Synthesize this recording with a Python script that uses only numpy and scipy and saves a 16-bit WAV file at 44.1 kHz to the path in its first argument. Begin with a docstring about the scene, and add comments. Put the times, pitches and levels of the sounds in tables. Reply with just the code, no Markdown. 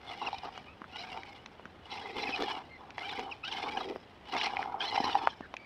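"""Plastic gears chatter first: a toy remote-control truck creeps in stop-start bursts over dry cracked mud.
The gears are motor ticks and random clicks ringing a case; short gliding tones make their whine.
The body shell is a set of resonances that rattles and knocks. The tyres are coloured clicks that scrub,
with dull bumps and a hoarse squeak. Crumbs of mud snap as short pulses with a bright crack.
Shaped noise makes a quiet open-air background."""
import sys
import numpy as np
from scipy import signal
from scipy.fft import rfft, irfft
from scipy.io import wavfile
from scipy.ndimage import uniform_filter1d

SR = 44100
rng = np.random.default_rng(int(sys.argv[2]) if len(sys.argv) > 2 else 0)


def dump(signal):
    """Clip the signal to [-1, 1] and save it as 16-bit WAV at the path in sys.argv[1]."""
    limited = np.clip(np.atleast_2d(signal).T, -1, 1)
    pcm = np.round(limited * 32767).astype(np.int16)
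    wavfile.write(sys.argv[1], SR, pcm)


N = 249165

# Pushes of the throttle, from a creep to a lunge; the level is the gear drive at the start, before sag
# [start_s, length_s, spin_up_s, level_db]
THROTTLE_PUSHES = [(-.06, 0.42, 0.17, -45), (0.408, 0.2, 0.012, -51.5), (0.83, 0.22, 0.16, -45.5),
                   (1.061, 0.13, 0.038, -48.5), (1.207, 0.14, 0.018, -52.5), (1.798, 0.71, 0.13, -44.5),
                   (2.07, 0.38, .13, -38), (2.478, 0.031, 0.0038, -38.5), (2.903, 0.31, 0.12, -41.5),
                   (3.275, 0.027, 0.027, -48), (3.391, 0.45, 0.14, -40), (4.213, 0.25, 0.15, -35),
                   (4.552, 0.073, 0.0082, -46.5), (4.775, 0.4, 0.048, -36.5), (5.199, 0.066, 0.022, -44)]
COAST_S, SAG_DB_PER_S = 0.06, -9.5  # gears run down after each push, and ease off a little during it
IDLE_DB = -66  # gear drive while the truck barely rolls
MESH_TEETH = 4  # gear teeth that meet in one motor turn

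# Gears bind under load and grind brightly [start_s, length_s, level_db]
GEAR_GRINDS = [(.212, 0.068, -54), (.32, 0.034, -49), (.378, 0.0094, -44), (.44, 0.038, -52.5),
               (.96, 0.067, -47), (1.9, 0.061, -51.5), (2.208, 0.025, -43), (3.44, 0.103, -50),
               (4.372, 0.091, -42), (4.825, 0.078, -45.5), (4.928, 0.039, -42.5), (5.035, 0.025, -40),
               (5.1, 0.019, -50)]
GRIND_ATTACK_S, GRIND_RELEASE_S = 0.0068, 0.0029

# Resonances, with levels relative to each other [pitch_hz, width_hz, level_db]:
# the gear case
CASE_MODES = [(1600, 240, 2), (2100, 58, 3.5), (2362, 225, 3), (2950, 94, 7), (3306, 87, 0),
              (3885, 154, -6), (5000, 350, -12.5)]
# the thin rasp of the teeth
RASP_MODES = [(7200, 2900, -3), (8650, 880, -12), (13600, 960, -7.5)]
# the strained gears
STRAIN_MODES = [(2740, 480, -7), (3900, 160, -2.5)]
# the higher shriek of gears that bind hard
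SHRIEK_MODES = [(5030, 220, -1.5), (5470, 170, -1.5)]
# the body shell
SHELL_MODES = [(798, 70, 7), (934, 85, -2.5), (1320, 500, -10.5)]

# Gliding tones; the level is that of the main tone before its flutter
# [start_s, length_s, start_pitch_hz, end_pitch_hz, level_db]:
# the gear mesh sings for a moment
MESH_WHINES = [(0.214, 0.038, 2798, 2711, -48.5), (0.262, 0.019, 2860, 2558, -34),
               (0.649, 0.103, 2378, 2715, -56), (0.918, 0.0682, 2666, 3029, -47),
               (2.258, 0.039, 2618, 2413, -39), (2.321, 0.035, 2656, 2386, -33.5),
               (2.698, 0.0867, 2123, 2060, -51.5), (3.019, 0.062, 2768, 3257, -44),
               (3.088, 0.026, 4047, 3254, -42.5), (3.312, 0.022, 3005, 2300, -39),
               (3.424, 0.074, 2380, 3457, -39), (3.51, .026, 3592, 2500, -38),
               (3.769, 0.015, 3310, 2709, -34.5), (4.362, 0.078, 2616, 3733, -41),
               (4.432, 0.05, 2124, 2239, -40), (4.799, 0.034, 3056, 3450, -34),
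               (4.857, 0.054, 4020, 4125, -40), (5.285, 0.05, 3302, 3128, -48),
               (5.56, 0.12, 2315, 2290, -56)]
# the tread judders on the crust with a low groan
TREAD_GROANS = [(2.0, 0.2174, 447.7, 386.7, -48), (3.835, 0.1116, 372, 452.5, -40)]
# a tyre skids with a hoarse, falling squeak
TYRE_SKIDS = [(5.415, 0.058, 1840, 1405, -48)]

# Rough patches that set the loose shell rattling [start_s, length_s, level_db]
SHELL_RATTLES = [(.212, 0.07, -39.5), (.44, 0.047, -41.5), (1.14, 0.053, -44), (1.915, 0.15, -50.5),
                 (2.225, 0.23, -45.5), (2.482, 0.14, -45.5), (2.785, 0.13, -54.5), (3.18, 0.13, -44),
                 (3.635, 0.044, -37), (3.732, 0.08, -38.5), (4.332, 0.032, -33.5), (4.468, 0.35, -43.5),
                 (4.925, 0.03, -33.5), (5.04, 0.048, -33.5), (5.145, 0.11, -37.5)]
RATTLE_ATTACK_S, RATTLE_RELEASE_S = 0.0036, 0.014
# A wheel slips and scrubs over the crust [start_s, length_s, level_db]
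WHEEL_SCRUBS = [(2.15, 0.16, -45), (2.38, 0.06, -38.5), (3.17, 0.061, -44), (3.63, 0.34, -50),
                (4.32, 0.051, -45), (4.985, 0.036, -43.5), (5.14, 0.035, -50)]
SCRUB_ATTACK_S, SCRUB_RELEASE_S = 0.013, 0.012
SHELL_FOLLOW_DB, TYRE_FOLLOW_DB = -2.5, -14  # shell and tyres on even ground, relative to the gear drive
JUDDER_TYRE_DB = -11  # a rough patch also shakes the tyres, relative to the shell

# Jolts that ring the body shell [start_s, peak_db]
SHELL_JOLTS = [(.329, -26.5), (.343, -30), (.433, -33), (2.48, -30), (4.468, -23), (4.534, -28.5),
               (4.567, -28), (4.591, -23), (4.657, -28.5), (4.696, -29.5), (4.742, -24.5), (4.977, -17.5),
               (5.001, -22), (5.037, -29), (5.146, -26), (5.152, -13.5)]
# A soft tyre drops onto the crust [start_s, peak_db]
TYRE_THUDS = [(0.816, -41), (1.656, -42), (2.42, -39), (4.361, -35), (5.003, -28), (5.406, -35.5)]
# Dry snaps of mud crust and stones under the wheels; treble is the crack against the pulse, before CRACK_DB
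# [start_s, peak_db, pitch_hz, treble_db]
CRUST_SNAPS = [(.577, -30, 890, -5.5), (0.818, -31.5, 1100, -19), (.842, -32.5, 1330, -24),
               (1.233, -33.5, 2080, 6), (1.46, -33, 1050, 7), (1.596, -36, 666, -23),
               (1.655, -32, 1470, -9), (2.423, -20, 416, 2), (2.905, -35, 1486, 13),
               (2.9807, -23.5, 840, -1), (2.9823, -27.5, 2000, -18), (3.194, -24, 805, 4),
               (3.96, -27.5, 482, -30), (4.339, -25, 904, -6), (4.3658, -19, 914, -3),
               (4.413, -20.5, 2347, -5), (4.569, -20.5, 2302, -14), (4.628, -24.5, 1768, -27),
               (5.2729, -7.5, 930, -27), (5.408, -31, 700, -12), (5.54, -25, 830, -2),
               (5.567, -29, 2470, -0.5)]
CRACK_DB = -3  # added to the treble level of every snap

# Spectra, as relative levels per Hz [pitch_hz, level_db]:
# tyres scrubbing
TYRE_SPECTRUM = [(40, -13.5), (160, -12.5), (265, 6), (330, 2.5), (430, 7.5), (520, 2), (620, -28),
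                 (2500, -46.5)]
# grit ground under the tread
GRIT_SPECTRUM = [(500, -34), (2200, 4), (5500, -9.5), (6700, -25), (12000, -39)]
# open air
AIR_SPECTRUM = [(25, -16), (78, 3.5), (135, -2), (260, -0.5), (900, -7), (3200, -18), (7200, -39.5),
                (15500, -49.5)]
AIR_DB = -55.5  # rms level of the background
TOP_HZ = 15700  # upper limit of the whole sound


def drivetrain(drive, grind, rattle, scrub):
    """The motor ticks through loose gears that clatter, grind under load and shake the shell and tread."""
    ticks = unit(rotation(motor_speed(), jitter=.038) * undb(3 * walk(400)))
    teeth = ticks + undb(-2) * unit(clicks(rate=1400, spread_db=3.0))
    load = np.hypot(drive, grind)
    shell_gain = np.hypot(rattle, drive * undb(SHELL_FOLLOW_DB))
    tyre_gain = np.hypot(scrub, drive * undb(TYRE_FOLLOW_DB))
    mix = drive * undb(-2.6) * gear_chatter(teeth)
    mix += grind * strained_gears(teeth)
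    mix += grind ** 1.523 * undb(14.0) * gear_shriek(teeth)  # jumps out in the hardest grinds
    mix += load ** 0.82 * undb(-39.5) * tooth_rasp(teeth)  # grows more slowly than the chatter
    mix += load * undb(-12.5) * ground_grit()
    mix += shell_gain * shell_rattle(ticks)
    mix += tyre_gain * tyre_scrub()
    # the cracked ground loads everything at once, and the slack gears catch and slip in coarse clumps
    bumps_db = 1.5 * walk(65) + 2.1 * walk(230)
    return undb(bumps_db) * mix


def throttle():
    """Gain of the gears: each push spins them up, sags and lets them coast back to idle."""
    t = np.arange(N) / SR
    pushes = []
    for s, length, spin_up, db in THROTTLE_PUSHES:
        sag_db = SAG_DB_PER_S * np.clip(t - s, 0, length)
        pushes.append(envelope(s, length, spin_up, COAST_S) * undb(db + sag_db))
    return np.hypot(np.max(pushes, axis=0), undb(IDLE_DB))


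def motor_speed():
    """Turns per second: the motor passes through the speeds at which its gears sing, with a random wobble."""
    points = []
    for s, length, start_hz, end_hz, db in MESH_WHINES:
        points += [(s, start_hz), (s + length, end_hz)]
    mesh_hz = np.interp(np.arange(N) / SR, *np.transpose(sorted(points)))
    return mesh_hz / MESH_TEETH * np.exp(.025 * walk(40))


def rotation(hz, jitter):
    """One tick per turn of the motor; the speed shivers by the share jitter."""
    turns = np.cumsum(hz * (1 + jitter * walk(300))) / SR
    wrap = np.diff(np.floor(turns), prepend=0)
    early = wrap * np.clip(turns % 1 * SR / hz, 0, 1)  # each tick is shared between two samples
    return early + np.roll(wrap - early, 1)


def gear_chatter(teeth):
    """Tooth impacts ring the flexing plastic gear case."""
    case = flex(ring(teeth, CASE_MODES, swell_db=6.0, rate=50), depth=.025, rate=40)
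    return steady(band(case, low_hz=1630, high_hz=5650, order=8))


def strained_gears(teeth):
    """Gears that bind under load ring at their own bright resonances."""
    strained = flex(ring(teeth, STRAIN_MODES, swell_db=4), depth=.03, rate=60)
    return steady(band(strained, low_hz=1800, high_hz=5850, order=8))


def gear_shriek(teeth):
    """Gears that bind hard excite higher resonances."""
    return steady(band(ring(teeth, SHRIEK_MODES, swell_db=4), low_hz=4400, high_hz=5900, order=6))


def tooth_rasp(teeth):
    """The same tooth impacts make a thin, high rasp."""
    return steady(band(ring(teeth, RASP_MODES, swell_db=4.5, rate=77), low_hz=5900, high_hz=12900, order=2))


def shell_rattle(ticks):
    """Motor ticks and random knocks shake the flexing body shell."""
    shaking = 0.27 * ticks + unit(clicks(rate=1100, spread_db=1.5))
    shell = flex(ring(shaking, SHELL_MODES, swell_db=3.0), depth=.055, rate=40)
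    return steady(band(shell, low_hz=693, high_hz=1355, order=3))


def tyre_scrub():
    """Many small impacts of the tread on the crust, coloured by the tyres."""
    return steady(colour(clicks(rate=1300, spread_db=3.5), TYRE_SPECTRUM))


def ground_grit():
    """Uneven grains crunch under the tread."""
    return steady(colour(clicks(rate=1600, spread_db=6.0), GRIT_SPECTRUM))


def whines():
    """Gears sing as their teeth meet; when rising, uneven teeth add a line halfway between harmonics."""
    rising = [row for row in MESH_WHINES if row[3] > row[2]]
    falling = [row for row in MESH_WHINES if row[3] <= row[2]]
    rising_partials = [(.5, -6), (1, 0), (1.5, -18), (2, -24)]
    mesh = glides(rising, rising_partials, waver=.033, flutter_db=3)
    mesh += glides(falling, [(1, 0), (2, -16)], waver=.028, flutter_db=3.2)
    return band(mesh, low_hz=970, high_hz=5780, order=8)


def groans():
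    """The tread sticks and slips on the crust: a low, rough tone with one overtone."""
    return glides(TREAD_GROANS, [(1, 0), (2, -10)], waver=.14, flutter_db=3.5)


def skids():
    """A sliding tyre squeaks: one hoarse tone that falls in pitch."""
    return glides(TYRE_SKIDS, [(1, 0)], waver=.07, flutter_db=1.2)


def jolts(tyre_hz=850, width_hz=320):
    """A wheel drops into a crack; the soft tyre rounds the blow, so the shell swells and rings briefly."""
    out = np.zeros(N)
    push = soft_blow(signal.unit_impulse(SR // 10), tyre_hz, width_hz)
    knock = ring(push, SHELL_MODES)
    for s, db in SHELL_JOLTS:
        add(out, s, peak_one(knock) * undb(db))
    return out


def thuds(body_hz=250, width_hz=170):
    """The hollow tyre gives a dull bump of a few cycles."""
    out = np.zeros(N)
    bump = soft_blow(signal.unit_impulse(SR // 20), body_hz, width_hz)
    for s, db in TYRE_THUDS:
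        add(out, s, peak_one(bump) * undb(db))
    return out


def snaps(width_hz=680, tail_s=0.0084, tail_db=-33, crack_s=0.0018):
    """Crust breaks: a pulse of a few cycles, a bright crack of fresh noise and a little crumbling."""
    out, t = np.zeros(N), np.arange(SR // 20) / SR
    for s, db, hz, treble_db in CRUST_SNAPS:
        crumbling = undb(tail_db) * rng.standard_normal(len(t)) * np.exp(-t / tail_s)
        push = signal.unit_impulse(len(t)) + crumbling
        pop = band(soft_blow(push, hz, width_hz), low_hz=139, high_hz=3300, order=3)
        splinters = rng.standard_normal(len(t)) * np.exp(-t / crack_s)
        crack = band(splinters, low_hz=1940, high_hz=2920, order=1)
        crack = band(crack, low_hz=1450, high_hz=6430, order=9)
        snap = peak_one(pop) + undb(treble_db + CRACK_DB) * peak_one(crack)
        add(out, s, peak_one(snap) * undb(db))
    return out


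def air():
    """Steady open-air background: noise shaped by a fixed spectrum."""
    return colour(rng.standard_normal(N), AIR_SPECTRUM) * undb(AIR_DB)


def glides(table, partials, waver, flutter_db):
    """Short gliding tones, rough in pitch and level; partials are (multiple, dB)."""
    out, drift, flutter = np.zeros(N), walk(650), walk(260)
    for s, length, start_hz, end_hz, db in table:
        n = max(int(length * SR), 8)
        i = np.minimum(int(s * SR) + np.arange(n), N - 1)
        hz = np.linspace(start_hz, end_hz, n) * (1 + waver * drift[i])
        phase = 2 * np.pi * np.cumsum(hz) / SR
        tone = sum(undb(partial_db) * np.sin(k * phase) for k, partial_db in partials)
        fade = signal.windows.tukey(n, .5)
        add(out, s, tone * fade * undb(db + flutter_db * flutter[i]))
    return out


def clicks(rate, spread_db):
    """Irregular tiny impacts of uneven size, on average rate per second."""
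    hit = rng.random(N) < rate / SR
    size_db = spread_db * np.minimum(rng.exponential(size=N), 4)
    return hit * np.sign(rng.standard_normal(N)) * undb(size_db)


def resonate(x, hz, width):
    """One resonance, gain 1 at its centre."""
    return signal.lfilter(*signal.iirpeak(hz, hz / width, fs=SR), x)


def soft_blow(push, hz, width):
    """Two equal resonances in a row, so a sharp push swells before it dies away."""
    return resonate(resonate(push, hz, width), hz, width)


def ring(x, modes, swell_db=0, rate=35):
    """A body's resonances, driven together; as the load shifts each can swell on its own."""
    out = np.zeros(len(x))
    for hz, width, db in modes:
        swell = swell_db * walk(rate)[:len(x)]
        out += undb(db + swell) * resonate(x, hz, width)
    return out


def flex(x, depth, rate):
    """The plastic flexes under load, so its pitches waver by the share depth."""
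    read_at = np.cumsum(1 + depth * walk(rate)) % N
    return np.interp(read_at, np.arange(N), x)


def band(x, low_hz, high_hz, order):
    """Keep the pitches between two limits; a higher order cuts more steeply."""
    return signal.sosfilt(signal.butter(order, [low_hz, high_hz], "band", fs=SR, output="sos"), x)


def colour(x, points):
    """Shape x with a spectrum of (Hz, dB) points, then scale to rms 1."""
    hz, db = np.transpose(points)
    f = np.maximum(np.fft.rfftfreq(N, 1 / SR), 1)
    gain = undb(np.interp(np.log(f), np.log(hz), db))
    return unit(irfft(rfft(x) * gain, N))


def steady(x, window_s=0.044):
    """Hold the short-term rms near 1, keeping the grain inside."""
    power = np.abs(uniform_filter1d(x ** 2, max(int(window_s * SR), 2)))
    return x / np.sqrt(power + 1e-3 * np.mean(x ** 2))  # the small floor avoids boosting silence


def envelope(s, length, attack_s, release_s):
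    """Swell from time s, hold until the length is over, then die away."""
    t = np.arange(N) / SR - s
    return np.clip(t / attack_s, 0, 1) ** 2 * np.exp(-np.maximum(t - length, 0) / release_s)


def bouts(table, attack_s, release_s):
    """Gain of a series of short bouts with the same attack and release."""
    gains = [undb(db) * envelope(s, length, attack_s, release_s) for s, length, db in table]
    return np.max(gains, axis=0)


def walk(rate):
    """Slow chance: smoothed random levels, about rate new ones a second, with rms 1."""
    k = max(int(SR / rate), 1)
    steps = rng.standard_normal(N)[np.arange(N) // k]
    return unit(uniform_filter1d(steps, k))


def undb(db):
    """Decibels to gain."""
    return 10 ** (np.asarray(db) / 20)


def unit(x):
    """Scale to rms 1."""
    return x / np.sqrt(np.mean(x ** 2))


def peak_one(x):
    """Scale to peak 1."""
    return x / np.abs(x).max()


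def add(out, s, x):
    """Mix x into out from time s."""
    i = max(int(s * SR), 0)
    out[i:i + len(x)] += x[:max(N - i, 0)]


def scene():
    """The truck on open ground, with no walls to echo it."""
    grind = bouts(GEAR_GRINDS, GRIND_ATTACK_S, GRIND_RELEASE_S)
    rattle = bouts(SHELL_RATTLES, RATTLE_ATTACK_S, RATTLE_RELEASE_S)
    slips = bouts(WHEEL_SCRUBS, SCRUB_ATTACK_S, SCRUB_RELEASE_S)
    scrub = np.hypot(slips, rattle * undb(JUDDER_TYRE_DB))
    truck = drivetrain(throttle(), grind, rattle, scrub) + whines() + groans() + skids()
    impacts = jolts() + thuds() + snaps()
    return (truck + impacts + air())[None]


def record(dry):
    """Cut the treble steeply above the top frequency."""
    return signal.sosfilt(signal.ellip(10, .2, 80, TOP_HZ, fs=SR, output="sos"), dry)


dry = scene()
out = record(dry)
dump(out)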